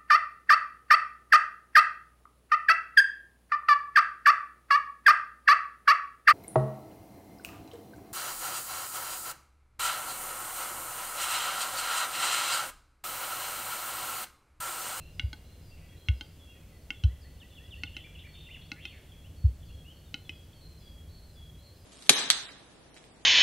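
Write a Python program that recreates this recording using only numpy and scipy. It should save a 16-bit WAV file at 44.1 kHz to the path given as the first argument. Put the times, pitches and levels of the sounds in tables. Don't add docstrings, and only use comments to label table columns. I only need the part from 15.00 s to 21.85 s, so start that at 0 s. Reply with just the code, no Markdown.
import sys
import numpy as np
from scipy import signal
from scipy.fft import rfft, irfft, next_fast_len
from scipy.io import wavfile
from scipy.ndimage import uniform_filter1d, map_coordinates

SR = 44100
rng = np.random.default_rng(int(sys.argv[2]) if len(sys.argv) > 2 else 0)


def bounce(signal):
    frames = np.transpose(np.atleast_2d(signal))
    limited = np.clip(frames, -1, 1)
    pcm = np.round(limited * 32767).astype(np.int16)
    wavfile.write(sys.argv[1], SR, pcm)


def volts(x):
    e = np.asarray(x, float) / 20
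    return 10 ** e


N = 302085


def unit(x):
    return x / np.sqrt(np.mean(x ** 2) + 1e-20)


def along(points, hz):
    f, v = np.transpose(points)
    return np.interp(np.log(hz + 1), np.log(f + 1), v)


def filtered(x, response):
    m = next_fast_len(len(x) + SR // 2)
    spectrum = rfft(x, m) * response(np.fft.rfftfreq(m, 1 / SR))
    return irfft(spectrum, m)[:len(x)]


def add(track, s, sound):
    start = round(s * SR)
    sound = sound[..., max(-start, 0):]
    part = track[..., max(start, 0):][..., :sound.shape[-1]]
    part += sound[..., :part.shape[-1]]


def forest(x, reach=1, size=19000):
    # frequency in Hz, time to fade by 60 dB in seconds
    fading = [(300, 0.6), (2000, 0.72), (3500, 0.79), (6000, 0.44), (12000, 0.41)]
    hz, t, z = signal.stft(rng.standard_normal((2, size)), SR, nperseg=256)
    fade = volts(-60 * t / reach / along(fading, hz)[:, None])
    mid, side = signal.istft(z * fade, SR, nperseg=256)[1]
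    left = mid + volts(-59.0) * side
    right = mid - volts(-52) * side
    tails = np.array([left, right]) / np.linalg.norm(mid)
    late = np.pad(x, (200, 0))
    return signal.fftconvolve(late[None], tails, axes=1)


def windpipe(modes, stretch, db, bright_db, beak_hz, beak_db):
    beak_width_hz, pivot_hz = 130, 2800
    short_hz, long_hz, short_db, long_db = np.transpose(modes)
    hz = short_hz + stretch * (long_hz - short_hz)
    level_db = short_db + stretch * (long_db - short_db) + db
    beak = np.exp(-((hz - beak_hz) / beak_width_hz) ** 2)
    return hz, level_db + beak_db * beak + bright_db * np.log2(hz / pivot_hz)


def ringing(hz, db, factor, sac_db):
    # frequency in Hz, time to fade by 60 dB in seconds
    ring_times = [(280, 0.03), (820, 0.09), (1450, 0.07), (2150, 0.029), (2800, 0.025), (3200, 0.027),
                  (4000, 0.021), (7000, 0.017)]
    t = np.arange(SR // 8) / SR
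    turn_hz = 1800
    t60 = factor ** np.sign(hz - turn_hz) * along(ring_times, hz)

    lag_s = .00047
    turns = .1 - .28 * (hz > hz[4])
    waves = np.sin(2 * np.pi * (hz[:, None] * (t - lag_s) + turns[:, None]))
    decay = volts(-60 * t / t60[:, None]) * waves

    sac_start, sac_end, rise_s, swell_s = 0.67, 1.4, 0.0074, 0.0034
    sac_hz = hz[0] * (sac_end + (sac_start - sac_end) * np.exp(-t / rise_s))
    swell = t / swell_s * np.exp(1 - t / swell_s)
    decay[0] = volts(sac_db) * swell * np.sin(2 * np.pi * np.cumsum(sac_hz) / SR) / 2

    ring = (volts(db + 3.0) * 0.038 / t60) @ decay
    return ring * (1 - np.exp(-(t / .0004) ** 2))


def snap():
    # frequency in Hz, gain as a plain factor
    colour = [(3000, 0.18), (6500, 0.47), (8000, 0.86), (10000, 0.55), (12500, 0.39), (15000, 0.29)]
    t = np.arange(SR // 8) / SR
    burst = rng.standard_normal(len(t)) * volts(-60 * t / 0.037)
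    return filtered(burst, lambda hz: along(colour, hz))


def clicks():
    # first click in seconds, second click in seconds
    pairs = [(0.1961, 0.3308), (1.0858, 1.2099), (1.905, 2.0376), (2.8353, 2.9669), (3.7175, 3.8534),
             (5.1426, 5.2939)]
    # Hz with short neck, Hz with long neck, level short in dB, level long in dB
    first_modes = [(243, 250, -49.5, -32), (830, 820, -52, -40.5), (1493, 1440, -38, -36),
                   (2174, 2124, -32, -36), (2847, 2605, -29.5, -36), (3330, 2960, -37.5, -30.5),
                   (4020, 4000, -41, -73), (4320, 4020, -50, -40.5), (5080, 4560, -55, -49),
                   (5710, 5150, -53, -54), (6300, 5880, -58.5, -51.5), (6800, 6450, -82, -62.5)]
    second_modes = [(264, 305, -49, -50), (860, 805, -46.5, -54.5), (1503, 1438, -39.5, -51.5),
                    (2150, 2080, -43.5, -43), (2750, 1900, -44, -34), (3270, 2986, -44, -37.5),
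                    (3950, 3560, -47, -58), (4290, 3900, -44.5, -54.5), (4900, 4400, -56, -67),
                    (5350, 5120, -61, -55), (6460, 5770, -55, -60.5), (6900, 7400, -85, -74)]
    ring_factors = [.95, 1.35]
    # neck stretch 0-1, strength in dB, brightness in dB per octave,
    # beak cavity in Hz, its lift in dB
    efforts = [(.02, 1, 0.7, 4750, -1), (.02, 0, 0.5, 2830, -11), (.2, 1.2, 0.7, 4270, -7),
               (.25, 0.9, 0.9, 3220, 2.5), (.42, 0.4, 1, 4160, -18), (.55, 3, 2, 2150, -20),
               (.6, -0.2, 1.7, 3310, -18), (.65, 1, 2.1, 3600, 2), (.8, -0.5, 2.5, 3200, -38),
               (.9, 1.5, 2.3, 3510, 13), (1.03, -1.5, 3.4, 3750, 11.5), (.98, 1, 0.5, 1440, -16)]
    # fifth mode in Hz, its lift in dB,
    # sixth mode in Hz, its lift in dB, air sac lift in dB
    throats = [(2820, 0.5, 3400, -1, 2.5), (2812, -1, 3305, 1, -1), (2760, 1, 3300, 0.5, .3),
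               (2775, -1, 3160, 2.5, 1.2), (2730, 2, 3150, -3, .3), (2686, 2, 3050, 2, 1),
               (2680, 2.5, 3070, -6, 1), (2686, 1.5, 3045, 0, 4), (2620, -0.5, 2940, -15, 1),
               (2570, -0.3, 3130, -0.5, 3), (2578, 0, 3022, -1, 0.5), (2550, -1.5, 3010, 1, 1)]
    # seventh, eighth, ninth and tenth mode in Hz
    uppers = [(3887, 4393, 5168, 5830), (3994, 4296, 4985, 5400), (3822, 4231, 4974, 5539),
              (3747, 4188, 4963, 5400), (3806, 4118, 4748, 5399), (4210, 3973, 4802, 5448),
              (3644, 4156, 4667, 5184), (4172, 3903, 4590, 5211), (3500, 4107, 4506, 5098),
              (3564, 4102, 4500, 5206), (3540, 3989, 4560, 5206), (3560, 3898, 4587, 5211)]
    # delay in seconds, level in dB
    trunks = [
        (.0105, -27),
        (.041, -33),
    ]

    out = np.zeros((2, N))
    starts = np.ravel(pairs) - .0003
    for i, (s, effort, throat, upper) in enumerate(zip(starts, efforts, throats, uppers)):
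        modes = [first_modes, second_modes][i % 2]
        hz, db = windpipe(modes, *effort)
        fifth_hz, fifth_db, sixth_hz, sixth_db, sac_db = throat
        hz[4:6] = fifth_hz, sixth_hz
        hz[6:10] = upper
        db[4:6] += [fifth_db, sixth_db]
        db[0] += sac_db
        click = sac_click(hz, db, ring_factors[i % 2])
        add(out, s, click)
        for delay, echo_db in trunks:
            add(out, s + delay, volts(echo_db + rng.normal(0, 3.2)) * click)
        add(out, s, volts(-16.5) * forest(click, reach=0.36, size=9000))
        add(out, s, volts(-24.5) * forest(click, reach=3.8, size=32000))
    return out


def sac_click(hz, db, factor):
    return ringing(hz, db, factor, sac_db=5) + volts(-51.5) * snap()


def thumps():
    # start in seconds, peak level in dB
    pushes = [
        (0.2321, -22.5),
        (1.084, -16.2),
        (2.0365, -12.8),
        (4.4392, -12.2),
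    ]
    # frequency in Hz, width in Hz
    low_peaks = [(63, 10.8), (75.8, 32.4), (102.3, 21)]

    def chain(hz):
        peaks = [1j * hz * w / (c * c - hz * hz + 1j * hz * w) for c, w in low_peaks]
        return np.prod(peaks, axis=0) / (1 + 1j * hz / 207) ** 2

    push = np.eye(1, SR // 2)[0]
    shape = filtered(push, chain)
    t = np.arange(SR // 2) / SR
    out = np.zeros(N)
    for s, db in pushes:
        add(out, s, volts(db) * shape / shape.max())
        smear = rng.standard_normal(len(t)) * np.exp(-((t - .27) / 0.18) ** 2)
        add(out, s, volts(db - 43.5) * unit(filtered(smear, chain)))
    return out * volts([[.15], [-.15]])


def whistle(rows, flutter_db, edge_s, warble_hz=240):
    s, hz, db, depth = np.transpose(rows)
    t = np.arange(s.min(), s.max() + 0.0022, 1 / SR)

    def drift(size):
        rough = rng.standard_normal(len(t))
        return unit(uniform_filter1d(uniform_filter1d(rough, size), size))

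    shake = np.sin(np.cumsum(2 * np.pi * warble_hz / SR * (1 + 0.345 * drift(size=200))))
    glide = uniform_filter1d(np.interp(t, s, hz), size=130)
    pitch = glide + np.interp(t, s, depth) * shake + 15 * drift(size=400)
    edge = np.clip(np.minimum(t - t[0], t[-1] - t) / edge_s, 0, 1)
    level = volts(np.interp(t, s, db) + flutter_db * drift(size=350))
    return np.sqrt(2) * edge * level * np.sin(2 * np.pi * np.cumsum(pitch) / SR)


def in_trees(phrases, direct_db, early_db, echo_db, flutter_db, edge_s):
    out = np.zeros((2, N))
    for rows in phrases:
        voice = whistle(rows, flutter_db, edge_s)
        start = np.min(rows, axis=0)[0]
        add(out, start, volts(direct_db) * voice)
        for delay, size in zip(.06 * rng.random(6), rng.standard_normal(6)):
            add(out, start + delay, volts(early_db) * size * voice)
        add(out, start, volts(echo_db) * forest(voice))
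    return out


def repeated(shape, notes, depth_hz=0):
    phrases = []
    for (s, db, length, *raised), k in zip(notes, rng.normal(1, 0.002, len(notes))):
        phrases.append([(s + ds * length, hz * k + sum(raised), db + ddb, depth_hz)
                        for ds, hz, ddb in shape])
    return phrases


def syllables(shape, rows, depth_hz=0):
    return [[(s + u * length, first + way * (second - first), db + ddb, depth_hz)
             for u, way, ddb in shape]
            for s, length, first, second, db in rows]


def tits():
    # seconds from start, pitch in Hz, level in dB
    low = [(0, 3510, -4.5), (.03, 3373, -0.5), (.08, 3315, -1), (.2, 3285, -0.5)]
    low_answer = [(0, 4437, -1), (.04, 4400, 5), (.14, 4365, -2)]
    high = [(0, 3880, 3), (.022, 4130, 1), (.1, 4140, 0), (.19, 4040, -7)]
    high_answer = [(0, 5100, -4), (.06, 4850, -3.5), (.1, 4700, 1), (.21, 4710, -9)]
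    # start in seconds, level in dB, length factor, perhaps a rise in Hz
    low_notes = [(0.331, -94, 0.73), (1.39, -62.5, 0.84), (1.925, -62, 0.884), (2.5, -61, 1, 54),
                 (3, -61, 1.1, 35), (3.5, -60.5, 0.86, 55.5), (4.072, -65, 1.07), (4.646, -65.5, 0.91),
                 (5.246, -60, 0.71), (5.802, -63, 0.94), (6.354, -60, 0.805)]
    low_answers = [(1.684, -75.5, 1), (2.224, -73, 0.76), (2.747, -74, 1.3), (3.26, -70, 1.05),
                   (3.804, -71.5, 1.22), (4.36, -71, 0.85), (4.921, -73, 0.94), (5.518, -73, 1.5),
                   (6.079, -70.5, 1.4), (6.624, -71, 0.98)]
    high_notes = [(-.03, -68, 0.84), (0.445, -70, 0.92), (.967, -67, 0.91), (5.129, -68, 0.81),
                  (5.607, -66, 1.07), (6.089, -67, 1.2), (6.577, -67, 1.04)]
    high_answers = [(.12, -69, 1.1), (.61, -67, 0.93), (1.14, -67, 0.92), (5.29, -72, .9),
                    (5.785, -66, 0.81), (6.27, -72.5, 1.04), (6.74, -68, 1.6)]

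    low_song = repeated(low, low_notes) + repeated(low_answer, low_answers)
    high_song = repeated(high, high_notes) + repeated(high_answer, high_answers, depth_hz=105)
    return in_trees(low_song + high_song, direct_db=-2.5, early_db=-19.5, echo_db=-4.5,
                    flutter_db=1.5, edge_s=0.0083)


def thrush():
    # seconds from start, pitch in Hz, level in dB
    piping = [(0, 1695, -6), (.03, 1947, -1.5), (.068, 2010, -8)]
    swoop = [(-.035, 2640, -5), (-.004, 3400, -24.5), (0, 3734, -4), (.02, 3000, 0.5), (.04, 2663, 5.5)]
    # start in seconds, level in dB, length factor
    pipings = [(2.076, -66, 0.85), (2.241, -63.5, 0.64), (2.414, -67.5, 0.78), (2.596, -68.5, 1.15),
               (2.768, -66, 0.76), (2.944, -66.5, 0.9), (3.25, -67, 0.75)]
    swoops = [(2.402, -60.5, 0.8), (2.555, -59.5, 0.89), (2.708, -55.5, 0.9), (2.857, -55, 0.68)]
    # share of length, share of the way from first to second pitch, level in dB
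    glide = [(0, 0.0035, 3.5), (.5, .5, -1), (1, 0.94, 1)]
    settle = [(0, 0, 3), (.35, .7, -2), (1, 1, -3)]
    flick = [(0, 0, -24), (.35, .4, -16), (.6, 1, -9), (1, .76, 0)]
    crest = [(0, 0, -10), (.25, .4, -1), (.62, .62, 0), (.87, 1, -2), (1, .55, -10)]
    hook = [(0, .5, -5), (.25, .88, -2), (.55, 1, 0), (.75, .9, -1), (1, 0, -14)]
    arch = [(0, .3, 1), (.12, .36, -13), (.32, .8, 1.5), (.54, 0.99, -11), (.66, .9, -6), (.73, .76, 7),
            (.8, .58, -8), (1, 0.015, -18)]
    # start in seconds, length in seconds, first Hz, second Hz, level in dB
    glides = [(.125, .065, 2800, 2940, -80), (1.722, 0.05, 2000, 1995, -72.5),
              (.81, 0.15, 1990, 1930, -77.5), (1.55, .035, 1868, 1950, -77), (2.495, .015, 3720, 4400, -74),
              (2.66, .009, 4600, 4950, -70), (3.172, 0.019, 2595, 2940, -58),
              (3.466, 0.022, 2820, 2710, -60.5), (3.614, 0.0072, 4470, 4080, -65),
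              (3.62, .018, 3680, 3640, -66), (3.638, 0.03, 4100, 4670, -71), (3.8, 0.077, 2726, 2790, -64),
              (4.118, 0.014, 3340, 3110, -63), (4.243, 0.03, 2610, 3150, -66), (4.6, .03, 3450, 3490, -75),
              (4.628, 0.014, 3500, 2895, -66), (4.652, 0.021, 4600, 4800, -75),
              (4.67, 0.12, 4290, 4230, -76.5), (4.7, 0.016, 2600, 2940, -66),
              (5.055, 0.043, 3800, 3500, -74), (5.53, 0.0066, 3020, 3750, -64.5)]
    settles = [(0.886, 0.2, 3300, 3270, -72), (1.52, 0.11, 2576, 2530, -73), (1.82, 0.043, 5170, 4150, -77),
               (2.216, 0.061, 5070, 4160, -71), (4.137, .023, 2630, 2080, -69),
               (4.692, 0.0084, 3350, 2550, -65), (5.546, .05, 3270, 3150, -73)]
    flicks = [(3.13, .033, 1368, 3110, -53.5)]
    crests = [(4.845, 0.084, 2590, 3205, -59)]
    hooks = [(.705, 0.056, 2480, 2737, -65.5), (1.47, 0.067, 2500, 2786, -65.5),
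             (3.036, 0.038, 1330, 2450, -57.5), (3.235, 0.043, 1156, 2434, -58.5)]
    arches = [(3.488, .084, 1518, 3155, -51.5)]
    burrs = [(0, 0.1, 2677, 2794, -67), (2.944, .03, 3100, 2850, -58), (3.338, 0.075, 3526, 3635, -63),
             (3.405, .07, 3660, 3530, -62.5)]
    rasps = [(0.769, 0.21, 2540, 2456, -73), (1.55, 0.17, 2540, 2400, -79), (2.974, 0.043, 2947, 3120, -56),
             (3.187, 0.041, 3330, 2980, -59.5), (3.19, 0.02, 3510, 3330, -63),
             (3.35, 0.18, 3130, 2687, -65.5)]
    # time in seconds, pitch in Hz, level in dB
    gargle = [(3.75, 1892, -68), (3.79, 2050, -60), (3.82, 3130, -59), (3.865, 3520, -59.5),
              (3.91, 2855, -57), (3.95, 2026, -63), (4.01, 1876, -71)]

    notes = repeated(piping, pipings) + repeated(swoop, swoops)
    clean = syllables(glide, glides) + syllables(settle, settles) + syllables(flick, flicks)
    clean += syllables(crest, crests) + syllables(hook, hooks) + syllables(arch, arches)
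    harsh = syllables(glide, burrs, depth_hz=121) + syllables(glide, rasps, depth_hz=370)
    harsh.append([(*point, 300) for point in gargle])
    return in_trees(notes + clean + harsh, direct_db=2.5, early_db=-21, echo_db=-3.0,
                    flutter_db=1.5, edge_s=0.0029)


def wobble(rate):
    knots = rng.standard_normal(int(N * rate / SR) + 4)
    return map_coordinates(knots, [np.arange(N) * rate / SR])


def noise(spectrum):
    return unit(filtered(rng.standard_normal(N), lambda hz: volts(along(spectrum, hz))))


def background():
    # time in seconds, rumble level in dB
    rumble_level = [(0.0, -49), (0.8, -53), (1.12, -54.5), (1.49, -54), (2.0, -53.5), (2.13, -52),
                    (2.29, -53.5), (2.65, -52), (3.34, -53.5), (4.03, -54), (4.64, -49.5), (4.94, -54),
                    (5.44, -52), (5.57, -53.5), (5.89, -53.5), (6.14, -54), (6.85, -51)]
    # frequency in Hz, level in dB per Hz
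    rumble = [(12, -77), (20, 2.5), (32, -12.5), (49, 0), (70, 4.5), (102, 0), (125, -10.5), (156, -2),
              (171, -6.5), (184, -25), (230, -36), (300, -29), (510, -120)]
    air = [(120, -8.5), (200, 0), (431, -7), (546, -7), (877, -16.5), (1150, -18.5), (2770, -20.5),
           (3330, -19), (3850, -22), (4220, -21), (4620, -23), (13300, -26), (15700, -27)]
    # frequency in Hz, share in dB
    air_side = [(60, -32), (130, -28), (290, -18), (640, -13.5), (1410, -6.5), (3100, -11.5), (6820, -3.5),
                (15000, -3.5)]

    s, db = np.transpose(rumble_level)
    rumble_db = np.interp(np.arange(N) / SR, s, db) + 2.0 + 2.0 * wobble(6)

    def layer():
        return volts(rumble_db) * noise(rumble) + volts(-60.0) * noise(air)

    mid = layer()
    side = filtered(layer(), lambda hz: volts(np.minimum(along(air_side, hz), -2)))
    return np.array([mid + side, mid - side])


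def scene():
    return clicks() + thumps() + tits() + thrush() + background()


def roll_off(x):
    return signal.sosfilt(signal.butter(12, 16160, fs=SR, output="sos"), x)


def record(dry):
    kept = np.array([filtered(channel, lambda hz: hz < 15760) for channel in dry])
    return roll_off(kept)


dry = scene()
out = record(dry)
bounce(out)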